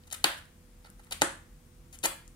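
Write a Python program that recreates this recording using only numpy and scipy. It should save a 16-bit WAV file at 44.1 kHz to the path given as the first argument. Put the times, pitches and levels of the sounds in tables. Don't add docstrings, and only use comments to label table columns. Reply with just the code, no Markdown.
import sys
import numpy as np
from scipy import signal
from scipy.fft import rfft, irfft
from scipy.io import wavfile

SR = 44100
rng = np.random.default_rng(int(sys.argv[2]) if len(sys.argv) > 2 else 0)


def put_to_file(sound):
    columns = np.atleast_2d(sound).T
    safe = np.clip(columns, -1, 1)
    whole_steps = np.round(safe * 32767)
    wavfile.write(sys.argv[1], SR, whole_steps.astype(np.int16))


def gain_from_db(level_db):
    decades = np.asarray(level_db, float) / 20
    return 10 ** decades


N = 103635

# [t/s, length/s]
TEARS = [(.0705, .010), (.1118, .013), (.1265, .005), (.140, .009), (.2405, .002), (.2437, .003),
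         (.37, .02), (.845, .006), (.857, .016), (.994, .009), (1.034, .008), (1.066, .008), (1.110, .011),
         (1.1245, .006), (1.212, .006), (1.2195, .004), (1.926, .032), (2.031, .006), (2.0365, .019),
         (2.0555, .006)]
# [body level/dB, flute ring level/dB, fibre fizz level/dB]
TEAR_FORCE_DB = [(-65, -63, -63.5), (-54.5, -49.5, -55), (-45, -37, -39), (-53.5, -43, -48.5),
                 (-35, -36, -39), (-27, -30, -41), (-82, -60, -60.5), (-56, -54, -68),
                 (-61.5, -59.5, -68.5), (-61, -62.5, -68.5), (-80, -65, -71), (-63, -67, -72),
                 (-47.5, -43, -53), (-46, -37, -40.5), (-49, -41, -51), (-29.5, -37, -36.5),
                 (-65, -57, -58), (-55, -40, -52.5), (-33, -31.5, -35), (-32, -32.5, -31)]
SNAPS_PER_S, SNAP_SPREAD_DB, RELEASE_S, TEAR_TOP_DB = 6000, 4, 0.0012, 3


def tears():
    when = (rng.random(N) < SNAPS_PER_S / SR) * rng.choice([-1., 1.], N)
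    size = np.minimum(rng.exponential(1, (4, N)), 3)
    force = np.zeros((4, N))
    for (start_s, length_s), (body_db, ring_db, fizz_db) in zip(TEARS, TEAR_FORCE_DB):
        t = np.arange(0, length_s + 0.012, 1 / SR)
        at = round(start_s * SR)
        hold = np.exp(-np.maximum(t - length_s, 0) / RELEASE_S)
        levels_db = np.array([body_db, ring_db, fizz_db, fizz_db + TEAR_TOP_DB])
        force[:, at:at + len(t)] += gain_from_db(levels_db)[:, None] * hold
    return force * when * gain_from_db(SNAP_SPREAD_DB * size) * np.sqrt(SR / SNAPS_PER_S) / 2


# [t/s, body level/dB, flute ring level/dB, fibre fizz level/dB, top level/dB]
CRACKS = [(.037, -53, -45.5, -60, -62), (0.103, -55, -39, -39.5, -64), (0.126, -32, -29.5, -21.5, -32),
          (.2425, -19.5, -7.5, -10, -6.5), (.2432, -6, 0.5, -29, -30), (0.245, -11.5, -15, -15, -34),
          (.455, -71, -66.5, -59, -47), (0.9016, -58.5, -54, -51, -37.5), (1.047, -68, -53, -58, -43),
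          (1.1097, -44, -37, -37, -30), (1.1216, -29, -22, -41, -26), (1.1241, -46, -16.5, -21, -29),
          (1.2189, -27, -15.5, -5, -41), (1.2189, -4.5, -7, -30, -35), (1.2225, -51, -17, -34, -60),
          (1.9887, -67, -56, -33.5, -64), (2.0302, -59, -48, -36, -50), (2.2786, -59, -66, -38.5, -53),
          (.0707, -65, -53.5, -51.5, -57.5), (.1122, -41, -32.5, -40, -41), (.1172, -44, -38, -48.5, -47.5),
          (.9945, -49, -58, -60.5, -71.5)]


def cracks():
    snaps = np.zeros((4, 3, N))
    for k, (s, *levels_db) in enumerate(CRACKS):
        snaps[:, k % 3, round(s * SR)] = 2 * gain_from_db(np.array(levels_db))
    return snaps


ONSET_CYCLES = 0.6


def ring(modes):
    t = np.arange(6000) / SR
    h = np.zeros(len(t))
    for hz, db, t60_s in modes:
        onset = np.minimum(t * hz / ONSET_CYCLES, 1)
        h += gain_from_db(db - 60 * t / t60_s) * np.sin(2 * np.pi * hz * t) * onset
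    return h / np.linalg.norm(h)


# [t/s, level/dB]
THUMPS = [
    (.2431, -13.5),
    (1.2184, -7),
    (2.038, -15.5),
    (2.047, -24),
    (2.056, -22),
    (1.121, -35),
]
# [f/Hz, level/dB, t60/s]
SHEET_MODES = [(210, -5, 0.042), (309.4, 0.5, 0.0705), (346.6, -2, 0.083), (454.8, -1.5, .04),
               (545, -1.5, 0.082)]


def sheet_flex():
    push = np.zeros(N)
    for s, db in THUMPS:
        push[round(s * SR)] = 2 * gain_from_db(db)
    return signal.oaconvolve(push, ring(SHEET_MODES))[:N]


# [f/Hz, level/dB, t60/s]
BODY = [(887, -1, 0.013), (1020, 12, 0.0025), (1370, -6, 0.016), (1487, -8, 0.015), (1930, 2, 0.015)]
RING = [(3070, 1, 0.004), (3730, -0.56, 0.0048), (4210, -1, 0.0041)]
FIZZ = [(6050, -28, 0.012), (7100, 1, 0.0019), (8400, -4.5, 0.0019), (9660, -8.5, 0.0011)]
TOP = [(10650, 1, 0.0015), (14150, -3.1, 0.00088)]
# [low f/Hz, high f/Hz]
EDGES_HZ = [(600, 1850), (2200, 4870), (5400, 10600), (10600, 22000)]
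KNOCK_DB, LINGER_DB = 3, 0


def cardboard():
    snaps = np.concatenate([cracks(), tears()[:, None]], axis=1)
    near, far = [], np.zeros((4, N))
    for x, modes, (low_hz, high_hz) in zip(snaps, (BODY, RING, FIZZ, TOP), EDGES_HZ):
        near.append(signal.oaconvolve(x.sum(0), ring(modes))[:N])
        band = signal.butter(4, (low_hz, high_hz), "bandpass", fs=SR, output="sos")
        far += signal.sosfilt(band, x) * np.sqrt(SR / 2 / (high_hz - low_hz))
    sheet = sheet_flex()
    far[0] += gain_from_db(LINGER_DB) * sheet
    return gain_from_db(KNOCK_DB) * near[0] + sum(near[1:]) + sheet, far


def read(points, hz):
    f, value = np.transpose(points)
    return np.interp(np.log(hz + 1), np.log(f + 1), value)


# [f/Hz, level/dB]
RIGHT_MIC = [(100, 3.5), (400, 0.5), (1300, 14), (2400, -0.5), (4400, -4.5), (8100, -12.5), (11000, -10),
             (15000, 2)]
RIGHT_LAG_S = 0.00022
EARLY_DB, EARLY_T60_S, EARLY_HZ = -6, 0.016, 1230


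def microphones(x):
    hz, t = np.fft.rfftfreq(N, 1 / SR), np.arange(900) / SR
    early = rng.standard_normal((2, len(t))) * (rng.random((2, len(t))) < 0.03) * (t > 0.001)
    early *= gain_from_db(EARLY_DB - 60 * t / EARLY_T60_S)
    scatter = rfft(early, N) * 1j * hz / (EARLY_HZ + 1j * hz)
    tilt = gain_from_db(read(RIGHT_MIC, hz) / 2)
    ports = np.array([1 / tilt, tilt * np.exp(-2j * np.pi * hz * RIGHT_LAG_S)])
    ports = ports * (1j * hz / (200 + 1j * hz)) ** 2
    return irfft(rfft(x) * ports * (1 + scatter), N)


# [f/Hz, likeness/1]
ROOM_SAME = [(100, 0.88), (300, .85), (650, .05), (3000, .15), (7000, .02)]


def pair(samples, right, shape):
    hz = np.fft.rfftfreq(512, 1 / SR)[:, None]
    t = np.arange(samples // 128 + 6) * 128 / SR
    a, b, c, d = rng.standard_normal((len(t), len(hz), 4)).T
    same = np.clip(read(ROOM_SAME, hz), 0, 1)
    left, other = a + 1j * b, c + 1j * d
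    mixed = same * left + np.sqrt(1 - same ** 2) * other
    tilt_db = read(right, hz) / 2
    z = np.array([left * gain_from_db(-tilt_db), mixed * gain_from_db(tilt_db)])
    return signal.istft(z * gain_from_db(shape(hz, t)), nperseg=512, noverlap=384)[1][:, :samples]


# [f/Hz, t60/s]
ROOM_T60 = [(150, 0.29), (400, 0.3), (1000, 0.35), (2000, 0.4), (4000, .36), (8000, 0.33), (14000, .3)]
# [f/Hz, level/dB]
ROOM_TONE = [(300, 1), (1000, 0.5), (1900, 4), (2400, -5), (3000, -1.5), (5500, -7.5), (8500, -0.5),
             (14000, -5)]
# [f/Hz, level/dB]
ROOM_RIGHT = [(200, 4.5), (1000, 2.5), (4400, 0), (8100, -13), (15000, -2)]
ROOM_DB, ROOM_RISE_S = -5, 0.0035


def room(feeds):
    def decay_db(hz, t):
        return read(ROOM_TONE, hz) - 60 * t / read(ROOM_T60, hz)

    out = 0
    for x in feeds:
        tail = pair(SR * 3 // 4, ROOM_RIGHT, decay_db)
        t = np.arange(tail.shape[1]) / SR
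        tail = tail * (1 - np.exp(-(t / ROOM_RISE_S) ** 2))
        out = out + signal.fftconvolve(x[None], tail / np.linalg.norm(tail[0]), axes=1)[:, :N]
    return gain_from_db(ROOM_DB) * out


def evened(x):
    return x / np.sqrt(np.mean(x ** 2) + 1e-20)


# [f/Hz, level/dB per Hz]
AIR = [(25, 1), (45, 3), (200, -8), (500, -19), (1200, -21.5), (4000, -28), (10000, -28), (16000, -32)]
# [f/Hz, level/dB]
AIR_RIGHT = [(100, 3), (500, 5), (2000, -2.5), (5000, -2.5), (9000, -9.5), (15000, 5.5)]
AIR_DB = -55
# [f/Hz, width/Hz, level/dB]
DRONE = [(40, 13, -58.5), (81.1, 9, -63.5), (117, 22, -75), (156, 10, -69), (198, 10, -73), (340.8, 5, -77)]
# [f/Hz, level/dB]
MOTOR = [(241.5, -70), (495.5, -73)]


def hum():
    t = np.arange(N) / SR
    out = gain_from_db(AIR_DB - 4) * evened(pair(N, AIR_RIGHT, lambda hz, t: read(AIR, hz) + 0 * t))
    for hz, width_hz, db in DRONE:
        r = np.exp(-np.pi * width_hz / SR)
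        slow = signal.lfilter([1], [1, -2 * r, r * r], rng.standard_normal((2, 2 * N)))[:, N:]
        phase = 2 * np.pi * hz * t
        out = out + gain_from_db(db) * evened(slow[0] * np.cos(phase) + slow[1] * np.sin(phase))
    for hz, db in MOTOR:
        out = out + gain_from_db(db) * np.sqrt(2) * np.sin(2 * np.pi * hz * t)
    return out


def scene():
    near, far = cardboard()
    return microphones(near) + room(far) + hum()


def roll_off(x):
    return signal.sosfilt(signal.butter(12, 16650, fs=SR, output="sos"), x)


def record(dry):
    bass_cut = signal.butter(4, 31, "highpass", fs=SR, output="sos")
    top_edge = signal.firwin(255, 15800, fs=SR)
    held = 1.008 * np.tanh(signal.sosfilt(bass_cut, dry) / 0.97)
    return roll_off(signal.oaconvolve(held, top_edge[None], "same"))


dry = scene()
out = record(dry)
put_to_file(out)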